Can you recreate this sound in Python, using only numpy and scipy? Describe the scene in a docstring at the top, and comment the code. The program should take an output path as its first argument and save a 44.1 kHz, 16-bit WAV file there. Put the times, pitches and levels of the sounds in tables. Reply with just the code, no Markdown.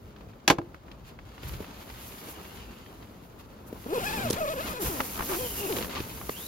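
"""Inside a tent something hard is set down with a double clack, and nylon rustles in a turn to the door.
The door zip is pulled in five strokes: a pulse per tooth buzzes in the cloth and rasps in the teeth.
The metal tab clinks and the door panel shudders; cloth, in bands of shaped noise, swishes, snaps and billows.
All is heard close to the two microphone ports of a hand-held camera, over the rumble of the hand."""
import sys
import numpy as np
from scipy import signal
from scipy.fft import rfft, irfft, next_fast_len
from scipy.io import wavfile
from scipy.ndimage import uniform_filter1d, map_coordinates

SR = 44100
rng = np.random.default_rng(int(sys.argv[2]) if len(sys.argv) > 2 else 0)


def to_wav(sig):
    """Store sig (one row per channel, or 1-D mono) as 16-bit WAV at the path in sys.argv[1].

    Samples outside -1..1 are clipped; the rate is SR.
    """
    pcm = np.clip(np.atleast_2d(sig), -1, 1) * 32767
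    pcm = np.round(pcm).astype(np.int16)
    wavfile.write(sys.argv[1], SR, pcm.T)  # frames by channels


N = 285530  # samples

# five strokes of the hand, a list each: (time [s], slider speed [teeth/s], cloth buzz before gain [dB])
PULLS = [
    [(3.85, 193, -59), (3.866, 234, -34), (3.88, 236.2, -52), (3.884, 266, -39), (3.92, 346, -34),
     (3.93, 390, -28), (3.944, 535, -30.5), (3.95, 536, -31.5), (3.978, 457, -29.5), (3.982, 450, -25),
     (3.988, 486, -42), (4.0, 536, -33), (4.01, 710, -47), (4.018, 830, -42), (4.036, 670, -36.5),
     (4.066, 850, -49), (4.088, 810, -46), (4.094, 870, -52), (4.108, 840, -41), (4.118, 776.8, -44),
     (4.124, 822.7, -61), (4.138, 930, -37), (4.196, 770, -44), (4.216, 810, -44), (4.246, 707.7, -38),
     (4.27, 631.2, -29), (4.286, 557.1, -46), (4.3, 498.5, -40)],
    [(4.36, 397, -47), (4.372, 590, -35), (4.38, 657.5, -36), (4.398, 760, -38.5), (4.41, 633.0, -30),
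     (4.414, 646, -28), (4.448, 600, -32), (4.456, 550, -33.5), (4.47, 670, -36.5), (4.484, 536, -32),
     (4.504, 650, -33), (4.526, 640, -37), (4.532, 605, -46), (4.54, 495, -35), (4.552, 530, -49),
     (4.56, 580, -38), (4.58, 484, -37), (4.61, 650, -37.5), (4.624, 670, -54), (4.66, 724, -55),
     (4.694, 610, -55), (4.726, 635, -46), (4.742, 525, -42), (4.766, 466, -46), (4.78, 510, -46),
     (4.8, 422.4, -39), (4.81, 405.8, -38), (4.835, 322.2, -36)],
    [(4.85, 510, -39), (4.865, 520, -48), (4.91, 360, -37), (4.98, 245, -42), (5.03, 265, -43),
     (5.15, 77, -79)],
    [(5.24, 200, -53), (5.28, 268, -44), (5.308, 415, -35.5), (5.345, 317, -36.5), (5.385, 380, -38),
     (5.396, 515, -37.5), (5.43, 502, -34), (5.465, 490, -37.5), (5.485, 440, -52)],
    [(5.55, 357, -48), (5.595, 387, -47.5), (5.615, 420, -39.5), (5.655, 392, -34.5), (5.675, 270, -41),
     (5.7, 475, -31), (5.735, 323, -35), (5.755, 207, -36.5), (5.78, 140, -49), (5.9, 56.5, -46)],
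]
# cloth around the slider, response: (frequency [Hz], level [dB])
TAPE_SPECTRUM = [(100, -10.5), (230, 14), (400, 13), (650, 4.5), (950, -4.5), (1400, -9), (2200, -49),
                 (5000, -79)]
# teeth, response before the tilt of each stroke: (frequency [Hz], level [dB])
TEETH_SPECTRUM = [(500, -20), (800, -4), (1200, 5), (1650, 3.5), (2000, -3.5), (2550, 2.5), (3000, -2),
                  (3500, -2.5), (4300, -7), (5200, -9), (5800, -21), (7700, -13), (9000, -21), (11200, -10),
                  (12500, -24), (15500, -30)]
# tilt of the teeth's colour, one value per stroke: [dB/octave]
STROKE_TILTS_DB_PER_OCTAVE = [-1, -4, -7, -1, -5]
# scrape of the teeth: (frequency [Hz], level [dB per Hz])
GRIT_SPECTRUM = [(500, -18), (1200, -6), (2600, -8), (4500, 6), (7000, 3), (12000, -12)]
# how hard the teeth rasp at an easy pace: (time [s], level [dB])
RASP_LEVELS = [(3.85, -43), (3.95, -39.5), (4.03, -38.5), (4.07, -35), (4.16, -36), (4.24, -41.5),
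               (4.35, -43), (4.43, -42), (4.49, -39), (4.56, -44), (4.66, -40.5), (4.8, -44), (4.9, -41),
               (5.15, -43), (5.24, -51), (5.48, -51), (5.7, -45)]
# pull tab strikes: (time [s], level [dB])
CLINKS = [(4.3014, -19.5), (4.3065, -17.5), (4.309, -21), (4.329, -22), (4.3317, -23)]
# pull tab colour: (frequency [Hz], level [dB per Hz])
TAB_SPECTRUM = [(1500, -22), (3000, 1), (4200, 6.5), (8000, 7.5), (11000, 6), (14000, -32)]
# shudder of the taut door panel: (time [s], fundamental [Hz], level [dB])
SHUDDER = [(4.2, 116.9, -64), (4.235, 113.8, -36), (4.27, 117.5, -32.5), (4.31, 114.3, -38.5),
           (4.34, 97.44, -35.5), (4.36, 80.1, -59)]
# nylon slides in the turn to the door, as it opens and as it falls aside, a list each:
# (time [s], swish before gain [dB], rustle before gain [dB])
SLIDES = [
    [(1.25, -76.5, -61), (1.42, -66, -56), (1.43, -55, -51), (1.55, -52.5, -51), (1.68, -64.5, -52.5),
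     (2.06, -50, -52), (2.71, -65, -55), (3.01, -67.5, -61.5), (3.63, -75, -69)],
    [(3.72, -62, -63), (3.872, -55, -52), (3.946, -47, -42), (4.134, -43, -37.5), (4.288, -46, -40),
     (4.298, -47.5, -38.5), (4.5, -47.5, -48.5), (4.684, -44.5, -37), (4.79, -52, -49)],
    [(4.82, -36.5, -46), (4.828, -39, -40), (5.136, -42.5, -42.5), (5.33, -37, -46), (5.684, -40.5, -41.5),
     (5.77, -39, -36), (5.932, -50, -44), (6.166, -47.5, -50), (6.47, -42.5, -57)],
]
# a sleeve or the door brushes past: (time [s], Gaussian width [s], swish [dB], rustle [dB])
BRUSHES = [(.05, .05, -68, -84), (1.081, 0.022, -62, -50), (1.487, 0.0074, -42.5, -56),
           (2.306, 0.018, -43.5, -61), (2.433, 0.013, -61, -68), (2.565, 0.027, -52, -51),
           (3.405, 0.018, -58.5, -55), (3.681, 0.0099, -53, -73), (4.343, 0.0091, -41, -29.5),
           (4.866, 0.019, -34.5, -37), (5.333, 0.038, -39.5, -36), (5.977, 0.025, -56, -41)]
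# bright slide of nylon: (frequency [Hz], level [dB per Hz])
SWISH_SPECTRUM = [(4000, -8.5), (7000, -3), (9000, -2), (11000, 1), (13000, -0.5), (14500, -3.5),
                  (16000, -7.5)]
# folds and creases: (frequency [Hz], level [dB per Hz])
RUSTLE_SPECTRUM = [(300, -22), (900, 7), (1600, 1.5), (3000, 1.5), (4800, -3), (5600, -8), (7000, -7),
                   (9000, -14.5), (15000, -35)]
# singing weave, a list per passage: (time [s], pitch [Hz], level before gain [dB])
WHISTLES = [
    [(2.35, 3000, -57), (2.45, 2700, -61), (2.58, 3050, -61), (2.65, 2750, -60), (2.76, 2700, -63),
     (2.9, 3300, -63)],
    [(5.37, 3250, -51), (5.47, 3080, -45), (5.55, 2900, -53), (5.61, 2740, -43), (5.68, 2700, -45)],
    [(6.31, 2420, -61), (6.343, 2780, -52), (6.37, 3080, -48), (6.412, 3630, -50.5), (6.445, 3830, -53),
     (6.47, 3920, -43)],
]
# small snaps, slow last ticks of the zip and a late knock:
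# (time [s], pop [dB], thud [dB], crackle [dB]), all before gain
SNAPS = [(0.162, -47, -62, -48), (0.207, -47, -65, -52), (0.333, -50, -65, -62), (0.744, -41, -38, -53),
         (0.881, -46, -59, -62), (0.914, -46, -45, -41.5), (1.189, -39, -53, -49), (1.379, -43.5, -55, -48),
         (1.431, -44, -35, -40), (1.493, -42, -45, -41), (1.536, -46, -32.5, -42), (1.603, -49, -28.5, -49),
         (1.625, -46, -36, -54), (1.643, -40, -50, -44), (1.898, -39.5, -43, -39), (2.12, -53, -55, -45),
         (2.284, -65, -34.5, -56), (2.449, -42, -45, -58), (2.767, -60, -42, -60), (2.861, -47, -53, -49),
         (3.025, -52, -58, -46), (3.727, -51, -27.5, -53), (4.304, -36, -19, -50), (4.331, -38, -27, -42),
         (4.605, -44, -45, -38), (5.003, -20.5, -40, -28), (5.19, -33, -46, -37), (5.222, -33.5, -45, -42),
         (5.296, -32, -31, -51), (5.347, -32, -42, -37), (5.723, -48, -34, -29.5), (5.767, -44, -20.5, -31),
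         (5.784, -34, -21, -34), (5.809, -36, -22, -43), (5.828, -44, -35, -37), (5.845, -34, -27, -35),
         (5.893, -52, -29, -42), (5.956, -38, -29, -29), (5.976, -40, -36, -33), (6.002, -47, -22.5, -31.5),
         (6.212, -36, -58, -49), (6.292, -43, -25, -49)]
# short dull scuffs in the cloth, and one brief knock near the end:
# (time [s], Gaussian width [s], level [dB])
SCUFFS = [(2.315, .022, -49), (5.005, 0.006, -28), (5.206, 0.019, -33), (5.308, 0.012, -35),
          (5.342, 0.016, -33), (5.969, 0.02, -38), (6.295, .002, -28)]
# scuff colour: (frequency [Hz], level [dB per Hz])
SCUFF_SPECTRUM = [(200, 8), (500, 4.5), (850, 6.5), (1150, 11), (1450, -0.5), (1900, -1), (2800, -8),
                  (5000, -19), (10000, -23)]
# the hard thing lands and rocks: (time [s], ring peak [dB], ring tilt [dB/octave],
# thud before gain [dB], knock [dB], crack [dB], t60 of knock and crack [s])
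CLACKS = [(0.4776, -9.5, 1.5, -15, -21, -13, 0.068), (0.5001, -5.5, -2, -19, -15.5, -19.5, 0.079),
          (0.5076, -17.5, -0.5, -19, -32, -32, 0.014), (0.5843, -19, -7, -22.5, -25, -43.5, 0.034),
          (0.6157, -48, -10, -57, -39, -70, 0.033)]
# modes of its hollow case: (frequency [Hz], relative level before tilt [dB], t60 [s])
CASE_MODES = [(126, -11, 0.059), (293.5, -4, 0.088), (341.8, -9.5, 0.25), (448, -16, 0.08),
              (560, -6.5, 0.047), (625, -7, 0.065), (807, -2, 0.069), (1023, 2.5, 0.031),
              (1250, -15, 0.052), (1362, -14, 0.1), (1562, -7, 0.057), (1657, -0.5, 0.048),
              (2000, -10, 0.03), (2226, -2, 0.039), (2420, -7, 0.035), (2570, -6, 0.04), (2750, -11, 0.05),
              (3014, -9, 0.033), (3300, -9, 0.032), (3500, -2, 0.037), (4520, -13, 0.051),
              (4930, -16, .035), (5340, -17, 0.04), (6450, -11, 0.045)]
# tent walls: (frequency [Hz], level [dB per Hz])
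BILLOW_SPECTRUM = [(90, -21), (180, 2.5), (280, -0.5), (450, -3.5), (800, -9), (1300, -12), (3000, -35.5)]
# hand on the camera: (frequency [Hz], level [dB per Hz])
RUMBLE_SPECTRUM = [(20, -42), (35, -5), (52, 7), (80, 4), (130, 1.5), (190, -10.5), (400, -44)]
# the hand shifts on the camera: (time [s], Gaussian width [s], level [dB])
BUMPS = [(1.042, 0.043, -46.5), (1.532, 0.079, -40), (1.966, .03, -44), (4.322, 0.14, -50),
         (4.869, 0.019, -33.5), (5.421, 0.03, -41), (5.82, 0.044, -40.5), (6.012, 0.032, -40),
         (6.216, 0.11, -44.5)]
# left-right correlation of diffuse noise: (frequency [Hz], likeness [-1 to 1, clipped])
LIKENESS = [(60, 0.89), (200, 0.96), (400, 0.79), (700, 0.22), (1400, 0.18), (3000, 0.23), (5000, 0.37),
            (7000, -0.42), (8400, -1.05), (10000, -0.43), (11500, -0.036), (12800, 0.99), (13600, 0.93)]

EASY_TEETH_PER_S, RASP_DB_PER_OCTAVE = 500, 14  # the rasp fades as the slider falls below that pace
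JUDDER_PER_S, JUDDER_SHARE = 130, .013  # unsteady slider speed
ROW_OFFSET_TEETH = .012  # the two rows interlock a little off centre
CATCH_DB, CHATTER_DB = 1.5, 2  # the tape catches and lets go; the teeth chatter
GRIT_DB = -13  # scrape re the teeth
SWISH_GAIN_DB, RUSTLE_GAIN_DB = 2.5, 1
STILL_SWISH_DB, STILL_RUSTLE_DB = -80, -63.5  # the tent at rest
TAUT_RUSTLE_DB, TAUT_BILLOW_DB = -7, -1  # a door held taut rustles and billows less
CRINKLES_PER_S, CRINKLE_DB = 20, 0  # small creases give way; mean level re the rustle
RUMBLE_DB, RUMBLE_SHARE_DB = -52, -8.5  # at rest; re the rustle strength when the cloth moves
BILLOW_DB, BILLOW_SHARE_DB = -53, -2.5  # likewise
STIR_DB_PER_S = 0.94  # the walls stir more and more until the zip is pulled
TOP_HZ = 15830


def amp(db):
    """Amplitude of a level in dB."""
    return 10 ** (np.asarray(db) / 20)


def unit(x):
    """x at rms 1."""
    return x / np.sqrt(np.mean(x ** 2) + 1e-20)


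def along(points, hz):
    """(Hz, value) points interpolated on a log axis."""
    f, v = np.transpose(points)
    return np.interp(np.log(hz + 1), np.log(f + 1), v)


def curves(rows):
    """One value per sample for each column after the time."""
    s, *cols = np.transpose(rows)
    return [np.interp(np.arange(N) / SR, s, c) for c in cols]


def during(rows):
    """1 while a table lasts, else 0, with 9 ms edges."""
    t = np.arange(N) / SR
    inside = (t > rows[0][0]) & (t < rows[-1][0])
    return uniform_filter1d(1. * inside, size=400)


def wobble(rate):
    """Smooth random curve, rate knots per second."""
    knots = rng.standard_normal(int(N * rate / SR) + 4)
    return map_coordinates(knots, [np.arange(N) * rate / SR])


def filtered(x, response):
    """x times a complex response of frequency."""
    m = next_fast_len(N + SR // 2)
    return irfft(rfft(x, m) * response(np.fft.rfftfreq(m, 1 / SR)), m)[..., :N]


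def coloured(x, spectrum):
    """x through a (Hz, dB) spectrum, at rms 1."""
    return unit(filtered(x, lambda hz: amp(along(spectrum, hz))))


def levelled(x):
    """x held near rms 1 from moment to moment."""
    power = uniform_filter1d(uniform_filter1d(x ** 2, size=600), size=600)
    return x / np.sqrt(np.abs(power) + 1e-9)


def rush(spectrum, grain_db=0):
    """Stereo noise of rms 1, optionally clumped into millisecond grains, correlated as LIKENESS."""
    pair = rng.standard_normal((2, N)) * amp(grain_db * wobble(700))

    def mid_side(hz):
        """Mid and side responses that set the likeness."""
        turn = np.arccos(np.clip(along(LIKENESS, hz), -1, 1)) / 2
        return amp(along(spectrum, hz)) * [np.cos(turn), np.sin(turn)]

    mid, side = filtered(pair, mid_side)
    return unit(np.array([mid + side, mid - side]))


def blows(times, levels_db, t60, attack):
    """Envelope that jumps at each time and dies away."""
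    out, t = np.zeros(N + SR), np.arange(SR // 3) / SR
    for s, db, life in zip(times, levels_db, t60 * np.ones(len(times))):
        out[round(s * SR):][:len(t)] += amp(db - 60 * t / life) * (1 - np.exp(-t / attack))
    return out[:N]


def swells(times, widths, levels_db):
    """Envelope that swells and fades around each time."""
    t = np.arange(N) / SR
    return sum(amp(db) * np.exp(-((t - s) / width) ** 2 / 2)
               for s, width, db in zip(times, widths, levels_db))


def in_tent(x, lead, echo_db, t60):
    """Left port hears x lead seconds before the right; the cloth walls add a short diffuse answer."""
    t = np.arange(SR // 8) / SR
    tail = rng.standard_normal((2, len(t))) * amp(-60 * t / t60) * (t > .002)
    echo = signal.fftconvolve(x[None], tail / np.linalg.norm(tail[0]), axes=1)[:, :N]
    sides = np.array([[1], [-1]])
    direct = filtered(x, lambda hz: np.exp(1j * np.pi * hz * lead * sides))
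    return direct + amp(echo_db) * echo


def zipper(rate):
    """Teeth snap through the slider: cloth buzzes at their rate, teeth rasp and scrape, softer when slow."""
    strokes = np.vstack(PULLS)
    buzz_db = curves(strokes)[1]
    rasp_db, = curves(RASP_LEVELS)
    octaves_slow = np.minimum(np.log2(rate / EASY_TEETH_PER_S), 0)
    ticks = tooth_ticks(rate, scatter=.009, size_db=1.1)

    buzz = amp(buzz_db + 1 + CATCH_DB * wobble(110)) * levelled(coloured(ticks, TAPE_SPECTRUM))

    teeth = 0
    for pull, tilt in zip(PULLS, STROKE_TILTS_DB_PER_OCTAVE):
        tilted = [(hz, db + tilt * np.log2(hz)) for hz, db in TEETH_SPECTRUM]
        teeth = teeth + during(pull) * coloured(ticks, tilted)
    teeth = np.std(teeth) * patchy(teeth, depth_db=3.2)
    grit = coloured(uniform_filter1d(ticks, size=14) * rng.standard_normal(N), GRIT_SPECTRUM)
    strength = amp(rasp_db + RASP_DB_PER_OCTAVE * octaves_slow + CHATTER_DB * wobble(50))
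    rasp = strength * (teeth + amp(GRIT_DB) * grit)

    # the broad panel is heard from further ahead than the slider, which is off to the left
    panel_side = in_tent(buzz, lead=.00027, echo_db=-15, t60=.03)
    slider_side = in_tent(rasp, lead=.00038, echo_db=-9, t60=.015) * amp([[1.5], [-1.5]])
    return (panel_side + slider_side) * during(strokes) * amp([[.7], [-.7]])


def tooth_ticks(rate, scatter, size_db):
    """One pulse per tooth, a little uneven in spacing and size, at constant power."""
    turns = np.cumsum(rate) / SR
    teeth = np.arange(1, int(turns[-1]))
    chance = rng.standard_normal((len(teeth), 2))
    places = teeth + ROW_OFFSET_TEETH * (-1) ** teeth + scatter * chance[:, 0]
    at = np.interp(places, turns, np.arange(N))
    size = amp(size_db * chance[:, 1]) / np.sqrt(rate[at.astype(int)])
    # windowed sinc places each pulse between samples
    taps = at.astype(int)[:, None] + np.arange(-7, 9)
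    offset = taps - at[:, None]
    pulses = size[:, None] * np.sinc(offset) * np.sinc(offset / 8)
    return np.bincount(np.clip(taps, 0, N - 1).ravel(), pulses.ravel(), N)


def patchy(x, depth_db):
    """x with its partials flickering independently, over some 500 Hz and 25 ms, at rms 1."""
    z = signal.stft(x, nperseg=512)[2]
    field = uniform_filter1d(rng.standard_normal(z.shape), size=6, axis=0)
    field = uniform_filter1d(field, size=4, axis=1)
    return unit(signal.istft(z * amp(depth_db * unit(field)), nperseg=512)[1][:N])


def tab():
    """The metal tab rattles against the slider as the first stroke ends: brief bright bursts."""
    s, db = np.transpose(CLINKS)
    return blows(s, db, t60=0.01, attack=0.000098) * rush(TAB_SPECTRUM)


def panel():
    """The door panel shudders as the first stroke stretches it: unsteady fundamental plus octave."""
    hz, db = curves(SHUDDER)
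    phase = 2 * np.pi * np.cumsum(hz * np.exp(0.02946 * wobble(90.3))) / SR
    return amp(db) * during(SHUDDER) * (np.sin(phase) + np.sin(2 * phase))


def cloth(rate, swishing, rustling):
    """Nylon slides on nylon with a bright swish over a grainy rustle."""
    s, width, swish_db, rustle_db = np.transpose(BRUSHES)
    swishing = np.hypot(swishing + amp(STILL_SWISH_DB), swells(s, width, swish_db))
    rustling = np.hypot(np.hypot(rustling, amp(STILL_RUSTLE_DB)), swells(s, width, rustle_db))
    swish = swishing * amp(1.45 * wobble(35)) * rush(SWISH_SPECTRUM, grain_db=1.0)

    # sparse creases, 160 per s on average
    creases = rng.standard_normal(N) * (rng.random(N) < 160 / SR) * amp(2.4 * rng.standard_normal(N))
    rubbing = rng.standard_normal(N) * amp(4.9 * wobble(700)) + amp(-1.5) * unit(creases)
    folds = off_wall(coloured(rubbing, RUSTLE_SPECTRUM), gap=.0016, sway=.2, share=.55)
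    near = in_tent(folds, lead=0.000442, echo_db=-7.5, t60=0.026)
    rustle = unit(near + amp(3.0) * rush(RUSTLE_SPECTRUM, grain_db=0))

    # during the strokes the taut cloth rubs mostly in a jerk at each tooth
    tooth_phase = 2 * np.pi * np.cumsum(rate) / SR
    jerk_db = during(np.vstack(PULLS)) * (TAUT_RUSTLE_DB + 6 * np.cos(tooth_phase))
    return swish + rustling * crinkles() * amp(jerk_db + 1.68 * wobble(40)) * rustle


def sliding():
    """Strength of the swish and of the rustle while the nylon is on the move."""
    rows = np.vstack(SLIDES)
    swish_db, rustle_db = curves(rows)
    return amp([swish_db + SWISH_GAIN_DB, rustle_db + RUSTLE_GAIN_DB]) * during(rows)


def crinkles():
    """Gain of the rustle: jumps briefly whenever a small crease gives way."""
    chance = rng.random((int(CRINKLES_PER_S * N / SR), 2))
    times = chance[:, 0] * N / SR
    return 1 + blows(times, CRINKLE_DB + 8 * (chance[:, 1] - .5), t60=0.011, attack=0.00056)


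def off_wall(x, gap, sway, share):
    """x plus its echo from a swaying wall, about gap seconds late: comb bands drift; rms 1."""
    late = SR * gap * np.exp(sway * wobble(3))
    return unit(x + share * np.interp(np.arange(N) - late, np.arange(N), x))


def snaps():
    """Small snaps, slow last ticks of the zip and a late knock: each a soft thud, a pop and a crackle."""
    s, pop_db, thud_db, crackle_db = np.transpose(SNAPS)
    thud = blows(s, thud_db + 1.0, t60=0.031, attack=0.0019) * rush(
        [(70, -39), (200, -2.0), (450, 0.5), (900, -22.5), (2000, -34)])
    pop = blows(s, pop_db + 1.0, t60=0.034, attack=0.00057) * rush(
        [(400, -12), (900, -0.5), (2000, -5.0), (3500, -20.0), (8000, -45)])
    crackle = blows(s, crackle_db + 0.5, t60=0.035, attack=0.0013) * rush(
        [(1400, 5), (2700, 20.0), (5000, 10.0), (12000, -15)])
    return thud + pop + crackle


def scuffs():
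    """Short dull scuffs in the cloth, and one brief knock near the end: swells of uneven, grainy noise."""
    grain = unit(amp(2.8 * wobble(260)) * rush(SCUFF_SPECTRUM, grain_db=3))
    return swells(*np.transpose(SCUFFS)) * grain


def whistle():
    """Ribs of the weave sing thin, husky, gliding notes as nylon slides over nylon."""
    hz, db = curves(np.vstack(WHISTLES))
    husk = .6 + wobble(330) + 1j * wobble(330)  # random amplitude and phase
    phase = 2 * np.pi * np.cumsum(hz * np.exp(.025 * wobble(900))) / SR
    tone = unit(np.real(husk * np.exp(1j * phase)))
    sounding = sum(during(note) for note in WHISTLES)
    return in_tent(amp(db - 2.5) * sounding * tone, lead=.00005, echo_db=-3.5, t60=0.047)


def clacks():
    """One edge lands with a crack, the other with a heavier knock, then the thing rocks to rest."""
    s, ring_db, tilt_db, thud_db, knock_db, crack_db, life = np.transpose(CLACKS)
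    ring = struck(CASE_MODES, s, ring_db, tilt_db)
    thud = blows(s, thud_db - 11.5, t60=0.16, attack=0.00081) * rush(
        [(70, -2.5), (150, 3), (250, 1.0), (400, 5.5), (700, -2.0), (1500, -53.0)])
    knock = blows(s, knock_db, life, attack=0.00014) * rush(
        [(250, -27), (600, 0.0), (900, 6.0), (1400, 0.0), (2000, -14), (3500, -30), (8000, -49)])
    crack = blows(s, crack_db, life, attack=0.00013) * rush(
        [(1000, -23), (1900, 3.5), (3600, -0.5), (5000, -2.5), (7000, -4.0), (9000, -11.5),
         (13000, -14.5), (16000, -32)])
    return in_tent(ring, lead=.00003, echo_db=-21, t60=0.2) + thud + knock + crack


def struck(modes, times, levels_db, tilts_db):
    """Each blow rings the modes at slightly new strengths; harder contact favours the high ones."""
    out, t = np.zeros(N + SR), np.arange(SR // 3) / SR
    for s, db, tilt in zip(times, levels_db, tilts_db):
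        ring = np.zeros(len(t))
        for k, (hz, level, t60) in enumerate(modes):
            mode_db = level + tilt * np.log2(hz) + rng.normal(0, 1.8) - 60 * t / t60
            ring += amp(mode_db) * np.sin(2 * np.pi * hz * t) * (-1) ** k  # alternating sign
        out[round(s * SR):][:len(t)] += amp(db) * ring / np.abs(ring).max()
    return out[:N]


def handling(rustling):
    """The walls billow and the hand rumbles on the camera, both more when the cloth moves."""
    shaking = np.hypot(amp(RUMBLE_DB), amp(RUMBLE_SHARE_DB) * rustling)
    shaking = np.hypot(shaking, swells(*np.transpose(BUMPS)))
    rumble = shaking * amp(1.95 * wobble(14)) * rush(RUMBLE_SPECTRUM)

    stir_db = STIR_DB_PER_S * np.minimum(np.arange(N) / SR, PULLS[0][0][0])
    swaying = np.hypot(amp(BILLOW_DB + stir_db), amp(BILLOW_SHARE_DB) * rustling)
    taut_db = TAUT_BILLOW_DB * during(np.vstack(PULLS))
    billow = swaying * amp(taut_db + 2.0 * wobble(30)) * rush(BILLOW_SPECTRUM, grain_db=0.5)
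    return (rumble + billow) * amp([[.6], [-.6]])


def scene():
    """The slider's juddering speed and the sliding of the nylon drive the sources."""
    judder = JUDDER_SHARE * wobble(JUDDER_PER_S) + .008 * wobble(260)
    rate = curves(np.vstack(PULLS))[0] * np.exp(judder)
    swishing, rustling = sliding()
    door = zipper(rate) + tab() + panel()
    nylon = cloth(rate, swishing, rustling) + snaps() + scuffs() + whistle()
    return door + nylon + clacks() + handling(rustling)


def record(dry):
    """The camera rounds off the highest peaks and keeps nothing above its band limit."""
    held = dry / (1 + np.abs(dry / .95) ** 6) ** (1 / 6)
    return filtered(held, lambda hz: hz < TOP_HZ)


dry = scene()
out = record(dry)
to_wav(out)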